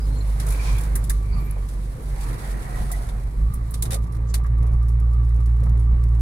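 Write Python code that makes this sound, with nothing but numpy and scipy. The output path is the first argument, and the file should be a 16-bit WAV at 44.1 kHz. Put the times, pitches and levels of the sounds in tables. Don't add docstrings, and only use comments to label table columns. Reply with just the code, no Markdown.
import sys
import numpy as np
from scipy import signal
from scipy.fft import rfft, irfft, next_fast_len
from scipy.io import wavfile
from scipy.ndimage import uniform_filter1d, map_coordinates

SR = 44100
rng = np.random.default_rng(int(sys.argv[2]) if len(sys.argv) > 2 else 0)


def generate_wav(sig):
    pcm = np.round(np.clip(np.atleast_2d(sig).T, -1, 1) * 32767).astype(np.int16)
    wavfile.write(sys.argv[1], SR, pcm)


N = 273861
TIME = np.arange(N) / SR

# frequency_hz, gain_db
CONTACT_SPECTRUM = [(200, -20), (900, -10.5), (2100, -5.5), (2900, -13), (3500, -7.5), (6300, -6.5),
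                    (8200, -6), (10300, -1.5), (12500, -7.5), (15800, -18.5)]


def amp(db):
    return 10 ** (np.asarray(db) / 20)


def unit(x, first=None):
    return x / np.sqrt(np.mean(x[..., :first] ** 2) + 1e-20)


def along(points, hz):
    frequencies, values = np.transpose(points)
    return np.interp(np.log(hz + 1), np.log(frequencies + 1), values)


def curve(points):
    return np.interp(TIME, *np.transpose(points))


def step(centre_s, length_s):
    return .5 + .5 * np.tanh(2 * (TIME - centre_s) / length_s)


def hump(peak_s, width_s):
    return np.exp(-((TIME - peak_s) / width_s) ** 2)


def wobble(rate):
    return map_coordinates(rng.standard_normal(int(N * rate / SR) + 4), [TIME * rate])


def pan(db):
    return amp(np.array([[db], [-db]]) / 2)


def add(track, start_s, sound):
    part = track[:, max(round(start_s * SR), 0):][:, :sound.shape[-1]]
    part += sound[:, :part.shape[-1]]


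def filtered(x, response):
    n = x.shape[-1]
    padded = next_fast_len(n + 8192)
    return irfft(rfft(x, padded) * response(np.fft.rfftfreq(padded, 1 / SR)), padded)[..., :n]


def resonances(modes, hz):
    return sum((-1) ** k * amp(db) * 1j * hz * width / (centre ** 2 - hz ** 2 + 1j * hz * width)
               for k, (centre, width, db) in enumerate(modes))


def diffuse(pair):
    # frequency_hz, correlation
    likeness = [(60, 1), (130, 0.9), (290, 0.78), (600, 0.23), (1100, -0.41), (2500, -0.02)]
    angle = lambda hz: np.arccos(along(likeness, hz)) / 2
    mid, side = filtered(pair, lambda hz: np.array([np.cos(angle(hz)), np.sin(angle(hz))]))
    return np.array([mid + side, mid - side])


def rush(spectrum, patchy_db):
    cells = signal.stft(rng.standard_normal((2, N)), nperseg=512)[2]
    patches = uniform_filter1d(rng.standard_normal(cells.shape[1:]), size=4, axis=0)
    patches = uniform_filter1d(patches, size=18, axis=1)
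    pair = signal.istft(cells * amp(patchy_db * unit(patches)), nperseg=512)[1][:, :N]
    return unit(filtered(diffuse(pair), lambda hz: amp(along(spectrum, hz))))


def swells(rows, rough_db, bend=0):
    out = np.zeros((2, N))
    for peak_s, length_s, pitch_hz, width_hz, db in rows:
        arch = np.hanning(int(length_s * SR))
        envelope = np.sqrt(arch) * unit(amp(rough_db * wobble(55)))[:len(arch)]
        noise = rng.standard_normal((2, len(arch)))
        band = filtered(noise, lambda hz: 1 / (1 + (2 * (hz - pitch_hz) / width_hz) ** 2))
        glide = 2 * np.pi * np.cumsum(bend * pitch_hz * (arch - 1)) / SR
        band = np.real(signal.hilbert(band) * np.exp(1j * glide))
        add(out, peak_s - length_s / 2, amp(db - 2) * unit(band) * envelope)
    return out


def blow(response, t60_s, attack_s, direct):
    t = np.arange(SR // 4) / SR
    envelope = (amp(-60 * t / t60_s) + direct * amp(-60 * t / .0027)) * (1 - np.exp(-t / attack_s))
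    echo_db = 3 * np.interp(t, t[::16], rng.standard_normal(len(t[::16])))
    burst = diffuse(rng.standard_normal((2, len(t)))) * envelope * amp(echo_db)
    return unit(filtered(burst, response), first=SR // 200)


def ring(modes, attack_s):
    t = np.arange(SR // 4) / SR
    out = np.zeros((2, len(t)))
    for hz, db, t60_s in modes:
        drift = np.cumsum(.08 * rng.standard_normal(len(t))) + 2 * np.pi * rng.random((2, 1))
        out += amp(db + rng.normal(0, 2, (2, 1)) - 60 * t / t60_s) * np.sin(2 * np.pi * hz * t + drift)
    return unit(out * (1 - np.exp(-t / attack_s)), first=SR // 200)


def engine():
    # time_s, firing_hz
    firing_rate = [(0, 51.44), (.55, 50.92), (1.45, 50.56), (1.62, 47.8), (3.3, 47.36), (3.5, 55.14),
                   (4.7, 57.38), (5.5, 57.55), (6.17, 57.53)]
    lift_s, pull_s, pedal_s, ease_s = 1.65, 3.36, .04, .98
    cruise_hz = 52.32
    coasting = step(lift_s, pedal_s) - step(pull_s, pedal_s)
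    pressing = step(pull_s, pedal_s) * np.exp(-(np.maximum(TIME - pull_s, 0) / ease_s) ** 2)
    effort_db = -6.5 * coasting + .5 * pressing
    firing_hz = curve(firing_rate)
    above_cruise_hz = firing_hz - cruise_hz
    phase = 2 * np.pi * np.cumsum(firing_hz) / SR + .054 * wobble(22)
    phase -= phase[round(.09 * SR)]
    tones = drone(phase, above_cruise_hz, effort_db) + overtones(phase, above_cruise_hz, effort_db)
    return np.sqrt(2) * tones * pan(-1.8) + clatter(phase, effort_db) + gear_whine(phase)


def drone(phase, above_cruise_hz, effort_db):
    # time_s, relative_db
    firing_levels = [(0, -18), (.7, -17), (1.3, -17.5), (1.7, -22), (3.2, -21.5), (4.1, -21), (4.6, -14),
                     (6.2, -12.5)]
    # time_s, gain_db
    dips = [(1.985, -17), (2.42, -12), (2.66, -9)]
    firing_db = curve(firing_levels) + 9 * hump(3.44, .048)
    swell_db = firing_db + 15
    uneven_db = .5 * wobble(40) * amp(-swell_db)
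    firing = amp(firing_db - 2 + uneven_db) * np.cos(phase)
    octave_db = -42.5 + 2.5 * above_cruise_hz + .7 * swell_db + effort_db
    octave = amp(octave_db + .25 * wobble(25)) * np.cos(2 * phase)
    driveline = amp(-27.5 - 2.5 * np.abs(above_cruise_hz)) * np.cos(.908 * phase)
    dip_db = sum(db * hump(time_s, .045) for time_s, db in dips)
    return (firing + octave + driveline) * amp(dip_db)


def overtones(phase, above_cruise_hz, effort_db):
    # firing_multiple, relative_db
    partials = [(2, -39), (2.5, -49), (3, -41), (4, -55)]
    fade_db = effort_db - .8 * np.maximum(above_cruise_hz, 0)
    return sum(amp(db + fade_db + 1.8 * wobble(9)) * np.cos(multiple * phase + .3 * wobble(8))
               for multiple, db in partials)


def clatter(phase, effort_db):
    # centre_hz, width_hz, gain_db
    block_modes = [(1120, 120, 0), (2040, 290, -12), (3870, 300, -20)]
    bursts = amp(3 * np.cos(phase) + 2 * np.cos(phase / 6) + 2.5 * wobble(30))
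    shaking = diffuse(rng.standard_normal((2, N))) * bursts
    block = unit(filtered(shaking, lambda hz: resonances(block_modes, hz)))
    return amp(-58 + effort_db) * block * pan(-9.5)


def gear_whine(phase):
    # time_s, level_db
    whine_levels = [(.6, -62), (1.4, -52.5), (1.7, -68), (3.25, -72), (3.42, -54), (4.4, -51.5), (6.2, -57)]
    pitch_hz = 1183 + 19 * wobble(60)
    chirps = unit(amp(7 * np.tanh(wobble(32) - .5) + 3.5 * np.cos(phase)))
    side_phase = np.array([[1], [-1]]) + .3 * np.array([wobble(50), wobble(50)])
    tone = np.sqrt(2) * np.cos(2 * np.pi * np.cumsum(pitch_hz) / SR + side_phase)
    return amp(curve(whine_levels)) * chirps * tone * pan(-6)


def road():
    # frequency_hz, density_db
    boom_spectrum = [(15, -5), (28, 6.5), (46, -3), (65, -0.5), (88, -9.5), (125, -1), (160, -11.5),
                     (215, -19), (400, -67.5)]
    # frequency_hz, density_db
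    roar_spectrum = [(120, -43.5), (220, 3.5), (330, -1.5), (490, -3), (600, -10), (1000, -7.5),
                     (1400, -16), (2200, -19.5), (2900, -30), (6000, -60.5)]
    # peak_s, boom_rise_db, roar_rise_db
    bumps = [(.15, 3, 4.5), (.7, 7.5, 4.5), (.95, 1.5, 6), (1.35, 5, 6), (2.3, 3.5, 8), (2.8, 7, 2.5),
             (3.39, 8, -0.5), (3.85, 2, 5.5), (4.63, 3, 4), (5.63, 7, 2.5), (5.92, 6, 2)]
    boom_db, roar_db = -30.5, -46
    rise_s, settle_s = .033, .1
    for peak_s, boom_rise_db, roar_rise_db in bumps:
        shake = hump(peak_s, np.where(TIME < peak_s, rise_s, settle_s))
        boom_db += boom_rise_db * shake
        roar_db += roar_rise_db * shake
    jolts = wobble(22)
    boom = amp(boom_db + jolts) * rush(boom_spectrum, patchy_db=1) * pan(-.83)
    roar = amp(roar_db + .86 * jolts + wobble(60)) * rush(roar_spectrum, patchy_db=1.5) * pan(-1.5)
    return boom + roar


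def air():
    # frequency_hz, density_db
    hiss_spectrum = [(1500, -14), (2900, -1), (4000, 2), (6300, -1.5), (8000, 2), (10200, 4.5), (12500, -3),
                     (15800, -9)]
    return rush(hiss_spectrum, patchy_db=.8)


def seal_leak():
    # time_s, level_db
    leak_levels = [(0, -54), (1.6, -56), (3.2, -61.5), (3.8, -56.5), (4.1, -66.5), (6.2, -63)]
    return amp(curve(leak_levels) + 1.6 * wobble(25)) * air()


def trim_squeaks():
    # peak_s, length_s, pitch_hz, width_hz, relative_db
    rubs = [(.035, .07, 4990, 180, -49), (.17, 0.27, 4210, 200, -52.5), (.2, 0.097, 7200, 450, -52),
            (.79, 0.076, 3370, 160, -51), (1.35, 0.16, 4600, 400, -52), (1.445, 0.13, 13080, 450, -50),
            (1.512, 0.005, 11170, 1300, -23.5), (2.865, 0.053, 9400, 1200, -46),
            (4.302, 0.075, 6600, 3504, -47.5)]
    return swells(rubs, rough_db=4.5, bend=.018)


def fittings():
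    # start_s, relative_db, brightness_db_per_octave
    clicks = [(0.298, -52, 15), (.398, -35.5, -1.5), (0.954, -28, 8), (1.039, -41, 4), (1.0959, -26, 4.5),
              (1.686, -46.5, 0), (2.022, -53, 13), (2.9158, -32.5, 7), (3.087, -43, -5), (3.537, -39.5, 12),
              (3.707, -42.5, 16), (3.7397, -35, 0), (3.823, -24, 4.5), (3.853, -38.5, -1.5),
              (4.34, -28, -0.5)]
    # start_s, contacts, gap_s, first_db, growth_db_per_contact, brightness_db_per_octave
    rattles = [(0.465, 4, 0.019, -38, 0.5, 3.5), (0.782, 3, 0.026, -39.5, -1.5, 3.5),
               (3.906, 4, .0118, -33.5, 1, -0.5)]
    # pitch_hz, gain_db, t60_s
    fitting_modes = [(3600, -8, .06), (3854, -8, .08), (7350, -6, .06), (8180, -3, .06), (8565, -5, .06),
                     (9189, -5, .075), (10110, 0, .06), (10620, -1, .045)]
    rebound_s, rebound_db = .035, -23.5
    rebounds = [(start_s + rebound_s, db + rebound_db, bright) for start_s, db, bright in clicks]
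    chatter = [(start_s + k * gap_s, db + k * growth_db, bright)
               for start_s, count, gap_s, db, growth_db, bright in rattles for k in range(round(count))]
    out = np.zeros((2, N))
    for start_s, db, bright in list(clicks) + rebounds + chatter:
        tilt_db = lambda hz: bright * np.log2(np.clip(hz, 200, 16000) / 1000)
        colour = lambda hz: amp(along(CONTACT_SPECTRUM, hz) + tilt_db(hz))
        snap = blow(colour, t60_s=.075, attack_s=.0014, direct=1.2)
        modes = [(hz, gain_db + tilt_db(hz), t60_s) for hz, gain_db, t60_s in fitting_modes]
        add(out, start_s, amp(db + .5) * snap + amp(db - 3.5) * ring(modes, attack_s=.0014))
    return out * pan(-1.2)


def traffic():
    # pass_s, tyre_db, hiss_db
    axles = [(.47, -41.5, -50), (.67, -42, -42.5), (.82, -42.5, -76.5), (2.24, -45, -47),
             (2.47, -39.5, -46.5), (2.77, -40.5, -45.5), (3.02, -46.5, -50.5)]
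    # frequency_hz, density_db
    tyre_spectrum = [(150, -27), (280, 1.5), (480, 2), (1000, 0.5), (1300, -1), (2300, -5.5), (2900, -21),
                     (4500, -49)]
    gap_m, closing_m_per_s = 1.91, 23.6
    shield_db, shield_s = -9.5, .61
    power = np.zeros((2, N))
    for pass_s, tyre_db, hiss_db in axles:
        nearness = gap_m / np.hypot(gap_m, closing_m_per_s * (TIME - pass_s))
        screening = amp(shield_db * step(pass_s + shield_s, shield_s))
        power += (amp([[tyre_db], [hiss_db]]) * nearness * screening) ** 2
    tyre_gain, hiss_gain = np.sqrt(power)
    grit = unit(amp(1.5 * wobble(260)))

    def passing():
        tyres = tyre_gain * amp(.22 * wobble(29)) * rush(tyre_spectrum, patchy_db=2)
        turbulence = amp(1.8 * wobble(35))
        return tyres * pan(-4) + hiss_gain * turbulence * grit * air() * pan(-1.9)

    lead_s = .00047 * np.array([[.5], [-.5]])
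    straight = filtered(passing()[0], lambda hz: np.exp(2j * np.pi * hz * lead_s))
    return passing() + amp(-8) * straight


def tread_song():
    # peak_s, length_s, pitch_hz, width_hz, relative_db
    bands = [(.67, 0.37, 990, 161, -45), (.67, 0.45, 2370, 300, -42), (1.42, 0.45, 2310, 240, -49.5),
             (2.6, .85, 200, 30, -43), (2.84, .92, 725, 85, -44.5), (2.55, .85, 1890, 220, -49.5),
             (2.77, .11, 1925, 150, -43.5), (2.94, .1, 1965, 100, -43)]
    return swells(bands, rough_db=2.5) * pan(-1.4)


def wake_slap():
    peak_s, length_s, centre_hz, width_hz, relative_db = .675, .23, 4330, 7200, -40.5
    return swells([(peak_s, length_s, centre_hz, width_hz, relative_db)], rough_db=0) * pan(-1.4)


def panels():
    # start_s, relative_db, centre_hz
    knocks = [(.956, -36, 2000), (1.10, -35, 2000), (1.562, -41, 620), (2.90, -36.5, 1000),
              (3.922, -34.5, 600), (3.934, -33.5, 430), (3.950, -36, 460), (4.444, -36.5, 1400),
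              (4.635, -43.5, 1000), (5.62, -44, 600), (5.663, -39.5, 1000)]
    # centre_hz, width_hz, gain_db
    panel_modes = [(300, 600, -1), (410, 80, 9), (530, 90, 8), (820, 110, 4), (1056, 110, 4),
                   (1310, 160, 2), (1567, 110, -1), (1990, 300, 0)]
    skirt_db = -11
    out = np.zeros((2, N))
    for start_s, db, centre_hz in knocks:
        skirt = lambda hz: amp(skirt_db * np.log2((hz + 1) / centre_hz) ** 2)
        colour = lambda hz: resonances(panel_modes, hz) * skirt(hz)
        add(out, start_s, amp(db - 3) * blow(colour, t60_s=.09, attack_s=.001, direct=.6))
    return out * pan(-1)


def trinket():
    # start_s, relative_db, t60_s
    ticks = [(4.122, -59.5, .12), (4.15, -60.5, 0.068), (4.883, -58.5, 0.099), (4.999, -61, 0.054),
             (5.4576, -58, 0.072), (5.634, -60.5, 0.063), (5.694, -60, 0.029), (5.794, -62, .13),
             (6.036, -58, 0.04)]
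    # centre_hz, width_hz, gain_db
    metal_modes = [(5460, 210, -10), (9600, 540, 2.5), (10100, 99, -2), (11300, 200, -2)]
    chatter = [(when * N / SR, -70 + 7 * size, .05) for when, size in rng.random((110, 2))]
    out = np.zeros((2, N))
    for start_s, db, t60_s in list(ticks) + chatter:
        ringing = 30 * t60_s
        colour = lambda hz: amp(along(CONTACT_SPECTRUM, hz)) * (1 + ringing * resonances(metal_modes, hz))
        add(out, start_s, amp(db + 9) * blow(colour, t60_s=t60_s, attack_s=.001, direct=.5))
    return out


def latch():
    # pitch_hz, gain_db, t60_s
    steel_modes = [(4188, -4, .05), (4452, -4, .05), (4651, 1, .06), (7827, 0, .05), (10310, -1, .05),
                   (11920, -1, .05)]
    out = np.zeros((2, N))
    add(out, start_s=4.3395, sound=amp(-33) * ring(steel_modes, attack_s=.0017))
    return out


def scene():
    driving = engine() + road() + seal_leak()
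    oncoming = traffic() + tread_song() + wake_slap()
    cab = trim_squeaks() + fittings() + panels() + trinket() + latch()
    return driving + oncoming + cab


def record(dry):
    bass_cut_hz, top_hz = 32, 15900
    return filtered(dry, lambda hz: 1j * hz / (bass_cut_hz + 1j * hz) / (1 + (hz / top_hz) ** 160))


dry = scene()
out = record(dry)
generate_wav(out)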